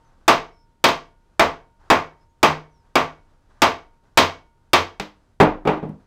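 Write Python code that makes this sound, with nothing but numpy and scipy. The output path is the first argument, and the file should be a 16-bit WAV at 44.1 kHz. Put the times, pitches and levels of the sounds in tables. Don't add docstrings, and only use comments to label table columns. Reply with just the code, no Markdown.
import sys
import numpy as np
from scipy import signal
from scipy.io import wavfile
from scipy.ndimage import uniform_filter1d

SR = 44100
rng = np.random.default_rng(int(sys.argv[2]) if len(sys.argv) > 2 else 0)


def unload_audio(sound):
    columns = np.transpose(np.atleast_2d(sound))
    steps = np.round(np.clip(columns, -1, 1) * 32767)
    wavfile.write(sys.argv[1], SR, steps.astype(np.int16))


def attenuation_scalar(level_db):
    decades = np.asarray(level_db, float) / 20
    return 10 ** decades


N = 267246


def rms_one(x):
    return x / np.sqrt(np.mean(x ** 2) + 1e-20)


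def at_hz(points, hz, column=1):
    points = np.array(points)
    return np.interp(np.log(hz), np.log(points[:, 0]), points[:, column])


def bands(size):
    edges = 20 * 2 ** (np.arange(30) / 3)
    warm_up = 4000
    white = rng.standard_normal((2, size + warm_up))
    for k, (low, high) in enumerate(zip(edges, edges[1:])):
        sos = signal.butter(2, [low, high], "band", fs=SR, output="sos")
        yield np.sqrt(low * high), rms_one(signal.sosfilt(sos, white[k % 2])[warm_up:])


def ring(push, hz, t60):
    r, w = attenuation_scalar(-60 / (t60 * SR)), 2 * np.pi * hz / SR
    return signal.lfilter([0, np.sin(w)], [1, -2 * r * np.cos(w), r * r], push + 1e-18)


# (frequency [Hz], level per third octave [dB])
FLOOR = [(25, -61.5), (40, -69), (90, -68.5), (160, -75), (300, -76), (700, -78.5), (1300, -78.5),
         (2200, -85.5), (5000, -85.5), (10000, -89), (15000, -99.5)]
# (start [s], length [s], floor lift [dB])
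SWINGS = [
    (0, .26, 4),
    (0.751, .09, -2),
    (1.8, .1, 8.5),
    (2.802, .14, 3),
    (3.18, .14, 5),
    (3.505, .12, 9.5),
    (4.04, .12, 5),
    (5.837, .2, 7),
]


def floor():
    t = np.arange(N) / SR
    rise_s, fall_s = 0.014, 0.06
    lift_db = -1
    for start, length, db in SWINGS:
        corners = [start - rise_s, start, start + length, start + length + fall_s]
        lift_db = lift_db + db * np.interp(t, corners, [0, 1, 1, 0])
    lumps_db = 1.8 * rms_one(uniform_filter1d(rng.standard_normal(N), size=3000))
    # (frequency [Hz], share of the swell)
    swing = [(40, 0.3), (300, 0.24), (900, 1.3), (1400, 1.4), (2200, 0.7), (6000, 0.6), (12000, 0.1)]
    out = np.zeros(N)
    for hz, noise in bands(N):
        out += attenuation_scalar(at_hz(FLOOR, hz) + at_hz(swing, hz) * (lift_db + lumps_db)) * noise
    return out


# (start [s], length [s], start pitch [Hz], end pitch [Hz], level [dB])
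BIRDS = [
    (0.038, .07, 6200, 6050, -74.5),
    (0.507, 0.16, 5400, 5220, -69),
    (2.193, .06, 4970, 5360, -73),
    (2.283, .05, 6540, 6750, -79),
    (2.695, .14, 6200, 4960, -73),
]


def birds():
    out = np.zeros(N)
    for start, length, start_hz, end_hz, db in BIRDS:
        n = round(length * SR)
        waver_hz = 50 * rms_one(uniform_filter1d(rng.standard_normal(SR), size=200))[:n]
        phase = 2 * np.pi * np.cumsum(np.geomspace(start_hz, end_hz, n) + waver_hz) / SR
        flutter = 1 + 0.37 * rng.standard_normal(n // 40 + 1).repeat(40)[:n]
        at = round(start * SR)
        out[at:at + n] += attenuation_scalar(db) * np.sin(phase) * flutter * np.hanning(n) ** 0.36
    return out


def earlier_blow():
    return attenuation_scalar(-59) * ring((np.arange(N) == 0) + 0.0, 917, 0.8)


# (frequency [Hz], level [dB], t60 [s])
ROOM = [(30, -25.5, 0.63), (75.6, -15, 0.14), (162, -14, 0.32), (370, -5.5, 0.31), (920, 0, .28),
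        (1520, -6.5, 0.28), (2460, -1, 0.25), (4200, -3.5, 0.25), (6020, -13, 0.27), (9800, -22, 0.19),
        (15300, -7, 0.22)]


def workshop(wet_db, build_s, alike, count):
    size = 30000
    t, tails = np.arange(size) / SR, 0
    for hz, noise in bands(size * (count + 1)):
        fade_db = at_hz(ROOM, hz) - 60 * t / at_hz(ROOM, hz, column=2)
        tails = tails + attenuation_scalar(fade_db) * np.sqrt(hz / SR) * noise.reshape(count + 1, size)
    nearest_walls = 1 + 0.21 * np.exp(-t / 0.012)
    shape = (1 - np.exp(-t / build_s)) * nearest_walls
    return attenuation_scalar(wet_db) * shape * (np.sqrt(alike) * tails[0] + np.sqrt(1 - alike) * tails[1:])


def ring_all(push, modes, spread_db):
    strength = attenuation_scalar(spread_db * rng.standard_normal(len(modes))) * rng.choice([-1, 1], len(modes))
    return sum(g * attenuation_scalar(db) * ring(push, hz, t60) for g, (hz, db, t60) in zip(strength, modes))


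def face_chatter():
    t = np.arange(1000) / SR
    return attenuation_scalar(-17) * rng.standard_normal(1000) * np.exp(-t / 0.0012) * t / 0.001


# (frequency [Hz], level [dB], t60 [s])
STAND = [(28.4, -19.5, 1), (77.5, -5.5, 0.27), (89.4, -3, 0.28), (112.3, -10.5, 0.26), (154, -11, .4)]
# (frequency [Hz], level [dB], t60 [s])
SHEETS = [(310, -52, .7), (610, -60.5, 0.86), (923, -51.5, 1.6), (1060, -51, .45), (1440, -62, 1.7)]


def strikes(events, body, body_db, knock_db, near_db, base_crack_db, thump_db, chatter_db, echoes):
    out, t = np.zeros(N + SR), np.arange(SR) / SR
    impulse = (t == 0) + 1e-18
    rock = attenuation_scalar(-16) + 1 / (1 + np.exp((0.055 - t) / 0.0083))
    bright = signal.butter(2, [2000, 7000], "band", fs=SR, output="sos")
    airy = signal.butter(2, [9000, 16000], "band", fs=SR, output="sos")
    sizzle = attenuation_scalar(-8) * signal.sosfilt(airy, impulse)
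    for (start, db, hardness), echo in zip(events, echoes):
        crack_db = base_crack_db + 12.5 * hardness
        contact_hz = np.clip(1000 * 2 ** hardness, 100, 15000)
        click = signal.sosfilt(signal.butter(2, contact_hz, fs=SR, output="sos"), impulse)
        crack = attenuation_scalar(crack_db) * signal.sosfilt(bright, impulse)
        knock = attenuation_scalar(knock_db) * (click + crack)

        rattle_tone = attenuation_scalar(knock_db) * (crack + attenuation_scalar(crack_db) * sizzle + attenuation_scalar(chatter_db) * click)
        chatter = np.pad(face_chatter(), (0, SR - 1000))
        near = attenuation_scalar(near_db) * knock + signal.lfilter(rattle_tone[:80], [1], chatter)
        room = np.pad(signal.fftconvolve(knock[:1000], echo, "full"), (0, SR))[:SR]

        onset = 1 - np.exp(-t / 0.00095)
        struck = attenuation_scalar(body_db) * ring_all(click, body, spread_db=2.0) * onset
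        thump = attenuation_scalar(thump_db - 17) * rock * ring_all(click, STAND, spread_db=5.0)
        sheets = ring_all(click, SHEETS, spread_db=2.5)
        at = round(start * SR)
        out[at:at + SR] += attenuation_scalar(db) * (near + room + struck + thump + sheets)
    return out[:N]


# (frequency [Hz], level [dB], t60 [s])
BENCH = [(156, -4.5, 0.19), (202.2, -6, 0.27), (257.8, -10, 0.26), (306, -8.5, 0.35), (385.5, 1, 0.1),
         (429, -2.5, 0.15), (500, -8, 0.25), (685, -14.5, 0.059), (767, -9.5, 0.056), (830, -9, 0.097),
         (1210, -9.5, 0.071), (1610, -15, 0.22)]
# (time [s], strength [dB], contact hardness [octaves above 1 kHz])
TAP = [
    (4.998, -28.5, 1.4),
]


def bench_tap(echoes):
    return strikes(TAP, BENCH, body_db=-1.5, knock_db=35, near_db=-12.5, base_crack_db=-27.5,
                   thump_db=4.5, chatter_db=7.5, echoes=echoes)


# (time [s], strength [dB], contact hardness [octaves above 1 kHz])
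DROPS = [(5.401, 1, -0.17), (5.652, -18, -0.5), (5.673, -10.5, 0.03), (5.689, -20, 0.15),
         (5.711, -30, -3.5), (5.719, -40, -0.4), (5.733, -26.5, -0.54), (5.769, -28, -0.6),
         (5.827, -17.5, -1.53), (5.849, -24, -2), (5.89, -19.5, -2.5), (5.915, -38.5, -2.4)]


def mallet_drop(echoes):
    return strikes(DROPS, BENCH, body_db=-3.0, knock_db=35.5, near_db=-19, base_crack_db=-34.5,
                   thump_db=-0.5, chatter_db=-13.5, echoes=echoes)


# (frequency [Hz], level [dB], t60 [s])
HEAD = [(262.5, -6.5, 0.27), (348, -8.5, 0.25), (446, -12, 0.36), (631, -3, 0.12), (683.5, -2.5, .3),
        (866, -5, 0.1), (897, -3.5, .2), (1013, -6, 0.23), (1061, -0.5, .26), (1150.5, -0.5, 0.27),
        (1206, -6.5, 0.24), (1284, -6.5, .19), (1403, -10.5, 0.15), (1530, -8, 0.17), (1690, -10, .18),
        (2230, -11.5, 0.35), (2590, -11.5, 0.23), (3200, -9.5, 0.29)]
# (time [s], strength [dB], contact hardness [octaves above 1 kHz])
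BLOWS = [
    (0.2797, -0.5, 1.22),
    (0.8408, -3, 1.405),
    (0.8862, -19, 1.5),
    (1.395, -2, 1.01),
    (1.9013, -0.56, 0.94),
    (2.4298, -1.5, 1.14),
    (2.9549, -5, 1.08),
    (3.619, -2, 1.216),
    (4.1736, -1, 1.494),
    (4.7326, -3.5, 1.42),
]


def head_blows(echoes):
    return strikes(BLOWS, HEAD, body_db=-11, knock_db=31, near_db=-16, base_crack_db=-28,
                   thump_db=-2.0, chatter_db=-23.5, echoes=echoes)


def scene():
    echoes = workshop(wet_db=-24.5, build_s=0.00043, alike=0.65, count=7)
    echoes = np.tile(echoes, (3, 1))
    background = floor() + birds() + earlier_blow()
    contacts = bench_tap(echoes[3:]) + mallet_drop(echoes[4:]) + head_blows(echoes)
    return (background + contacts)[None]


def roll_off(x):
    return signal.sosfilt(signal.butter(12, 16820, fs=SR, output="sos"), x)


def record(dry):
    bass_cut = signal.butter(1, 25, "high", fs=SR, output="sos")
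    clipped = np.clip(signal.sosfilt(bass_cut, dry), -0.575, 0.575)
    top_cut = signal.cheby2(10, 50, 16800, fs=SR, output="sos")
    mix = signal.sosfilt(top_cut, clipped)
    return roll_off(mix)


dry = scene()
out = record(dry)
unload_audio(out)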